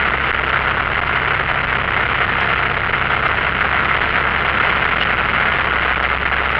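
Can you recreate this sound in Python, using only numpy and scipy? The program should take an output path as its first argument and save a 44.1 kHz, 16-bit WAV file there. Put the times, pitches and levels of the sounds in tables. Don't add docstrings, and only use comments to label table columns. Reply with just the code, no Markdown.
import sys
import numpy as np
from scipy import signal
from scipy.fft import rfft, irfft
from scipy.io import wavfile
from scipy.ndimage import uniform_filter1d

SR = 44100
rng = np.random.default_rng(int(sys.argv[2]) if len(sys.argv) > 2 else 0)


def to_wav(sig):
    pcm = np.clip(np.atleast_2d(sig), -1, 1) * 32767
    pcm = np.round(pcm).astype(np.int16)
    wavfile.write(sys.argv[1], SR, pcm.T)


N = 290619
TIME = np.arange(N) / SR

# freq_hz, relative_db
TRIM_SPECTRUM = [(1000, -41.5), (3000, 2.5), (4500, 0.5), (5600, 10), (7000, -25), (14000, -17)]
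# start_s, level_db
TRIM_TICKS = [(0.492, -24), (2.408, -20.5), (2.533, -32), (3.281, -25), (3.843, -25), (3.998, -28),
              (5.033, -26), (6.029, -25), (6.514, -24)]
# freq_hz, relative_db
TYRE_SPECTRUM = [(60, -33), (140, -5), (170, 0), (205, -2), (330, -31.5), (1000, -78)]
# time_s, level_db
TYRE_LEVEL = [(0, -39), (1.55, -43), (1.9, -33.5), (2.9, -37), (5.0, -28.5), (6.59, -38)]
# freq_hz, relative_db
RUMBLE_SPECTRUM = [(5, -12.5), (20, 4.5), (50, -4), (90, -19), (250, -34.5), (1000, -77)]
# start_s, relative_db
PAVEMENT_JOINTS = [(0.31, -27.5), (0.897, -28.5), (1.517, -25), (2.949, -36.5), (5.927, -29)]
# freq_hz, relative_db
ROAR_SPECTRUM = [(30, -30), (70, -0.5), (150, -0.5), (300, -9), (500, -10.5), (900, -14), (1800, -13.5),
                 (4000, -29), (10000, -39.5), (16000, -53)]
# time_s, swell (unitless)
ROAR_SWELL = [(0, -0.2), (1.3, -1.56), (2.3, 0.24), (3, -0.7), (4.3, 0.96), (5.3, 0.8), (6.59, -0.8)]
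# centre_hz, width_hz, gain_db
CABIN_RESONANCES = [(425, 70, 6.5), (715, 90, 6), (940, 90, 2.5)]
# time_s, speed_hz
CRANK_SPEED = [(0, 33.46), (1.5, 33.44), (2.1, 33.38), (3.95, 33.39), (5.2, 32.66), (6.59, 33.13)]
# time_s, relative_db
UPPER_TONE_SWELL = [(0, -40), (0.4, -40), (1.2, -35), (3.2, -34.5), (4.1, -38), (5.55, -36.5),
                    (6.05, -55.5), (6.59, -38.5)]
# crank_multiple, level_db
ENGINE_OVERTONES = [(1, -42.5), (1.5, -36.5), (2.5, -47), (4.5, -44), (5, -37.5), (6, -38), (8, -48),
                    (9, -46.5)]
# freq_hz, gain_db
MIC_RESPONSE = [(8, -16.5), (30, -3), (300, 2), (450, 6.5), (800, 11), (1200, 16), (2000, 18), (3000, 17),
                (3600, 9), (5000, -3.5), (6500, -13.5), (9800, -10), (11000, -16.5), (12500, -53.5)]
# centre_hz, width_hz, gain_db
PEAKS_AND_DIPS = [(1376, 280, 6), (2090, 210, 3.5), (2960, 260, 1), (5930, 590, -16), (8120, 1000, -18)]


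def gain_of(db):
    return 10 ** (np.asarray(db) / 20)


def automation(points):
    return np.interp(TIME, *np.transpose(points))


def eq_curve(points, hz):
    freq_hz, db = np.transpose(points)
    return np.interp(np.log(hz + 1), np.log(freq_hz), db)


def eq_bells(bells, hz):
    return sum(db / (1 + (2 * (hz - centre) / width) ** 2) for centre, width, db in bells)


def noise(spectrum, resonances=()):
    hz = np.fft.rfftfreq(N, 1 / SR)
    colour = gain_of(eq_curve(spectrum, hz) + eq_bells(resonances, hz))
    shaped = irfft(rfft(rng.standard_normal(N)) * colour, N)
    return shaped / np.std(shaped)


def wander(rate_hz, count=24):
    hz, t = rate_hz * np.geomspace(.1, 1, count), TIME[::256]
    drift = np.sin(2 * np.pi * (hz * t[:, None] + rng.random(count))).sum(1)
    return np.interp(TIME, t, drift / np.std(drift))


def trim_ticks(t60_s=0.018, faint_db=-36, spread_db=3, faint_count=40):
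    faint = [(when * TIME[-1], faint_db + spread_db * (2 * size - 1))
             for when, size in rng.random((faint_count, 2))]
    hits = np.zeros(N)
    for start_s, db in [*TRIM_TICKS, *faint]:
        hits[int(start_s * SR)] += gain_of(db)
    decay = gain_of(-60 / (t60_s * SR))
    envelope = signal.lfilter([1], [1, -decay], hits + 1e-12)
    return envelope * noise(TRIM_SPECTRUM)


def fitting_clink(level_db=-27.5, start_s=5.005, end_s=5.027, ring_hz=2900, width_hz=650, ring_db=21):
    contact = uniform_filter1d(1. * (TIME > start_s) * (TIME < end_s), size=130)
    return gain_of(level_db) * contact * noise(TRIM_SPECTRUM, [(ring_hz, width_hz, ring_db)])


def tyre_hum():
    return gain_of(automation(TYRE_LEVEL)) * noise(TYRE_SPECTRUM)


def airframe_rumble(bed_db=-29, jolt_db=3, attack_s=0.038):
    jolts = np.zeros(N)
    for start_s, db in PAVEMENT_JOINTS:
        age = np.maximum(TIME - start_s, 0) / attack_s
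        jolts += gain_of(db) * age * np.exp(1 - age)
    return (gain_of(bed_db) + gain_of(jolt_db) * jolts) * noise(RUMBLE_SPECTRUM)


def crank_angle(start_turn=.54):
    return 2 * np.pi * (start_turn + np.cumsum(automation(CRANK_SPEED)) / SR)


def firings(angle):
    strength = rng.standard_normal(size=512)
    return np.interp(angle / np.pi, np.arange(len(strength)), strength)


def wash_and_exhaust(angle, level_db=-24.5, swell_db=1.2, throb_db=0.2, uneven_db=1.2,
                     gust_db=0.3, gust_hz=5):
    chug_db = throb_db * np.cos(angle - 1) + uneven_db * firings(angle)
    drift_db = swell_db * automation(ROAR_SWELL) + gust_db * wander(gust_hz)
    return gain_of(level_db + drift_db + chug_db) * noise(ROAR_SPECTRUM, CABIN_RESONANCES)


def engine_drone(angle, blade_db=-23.5, middle_db=-30, upper_db=-29, uneven_lag_rad=.9):
    swell_db = automation(UPPER_TONE_SWELL)
    swell_db -= swell_db.mean()
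    tones = [(2, blade_db - .2 * swell_db), (3, middle_db + .68 * swell_db), (4, upper_db + swell_db)]
    drone = np.zeros(N)
    for order, db in [*tones, *ENGINE_OVERTONES]:
        tone = np.sin(order * angle - uneven_lag_rad) if order % 2 else -np.cos(order * angle)
        drone += np.sqrt(2) * gain_of(db) * tone
    return drone


def scene():
    angle = crank_angle()
    bed = wash_and_exhaust(angle) + airframe_rumble() + tyre_hum()
    return (bed + trim_ticks() + fitting_clink() + engine_drone(angle))[None]


def mic_colour(size=8192):
    hz = np.fft.rfftfreq(size, 1 / SR)
    response = gain_of(eq_curve(MIC_RESPONSE, hz) + eq_bells(PEAKS_AND_DIPS, hz))
    cepstrum = irfft(np.log(response))
    cepstrum[1:size // 2] *= 2
    cepstrum[size // 2 + 1:] = 0
    return irfft(np.exp(rfft(cepstrum)))[:size // 2]


def record(dry, overload_db=-25, hiss_db=-59, high_cut_hz=11800):
    limit = gain_of(overload_db)
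    picked_up = np.clip(dry, -limit, limit) + gain_of(hiss_db) * rng.standard_normal(N)
    coloured = signal.oaconvolve(picked_up, mic_colour()[None])
    low_pass = signal.firwin(511, high_cut_hz, window=("kaiser", 9), fs=SR)
    return signal.oaconvolve(coloured, low_pass[None], "same")[:, :N]


dry = scene()
out = record(dry)
to_wav(out)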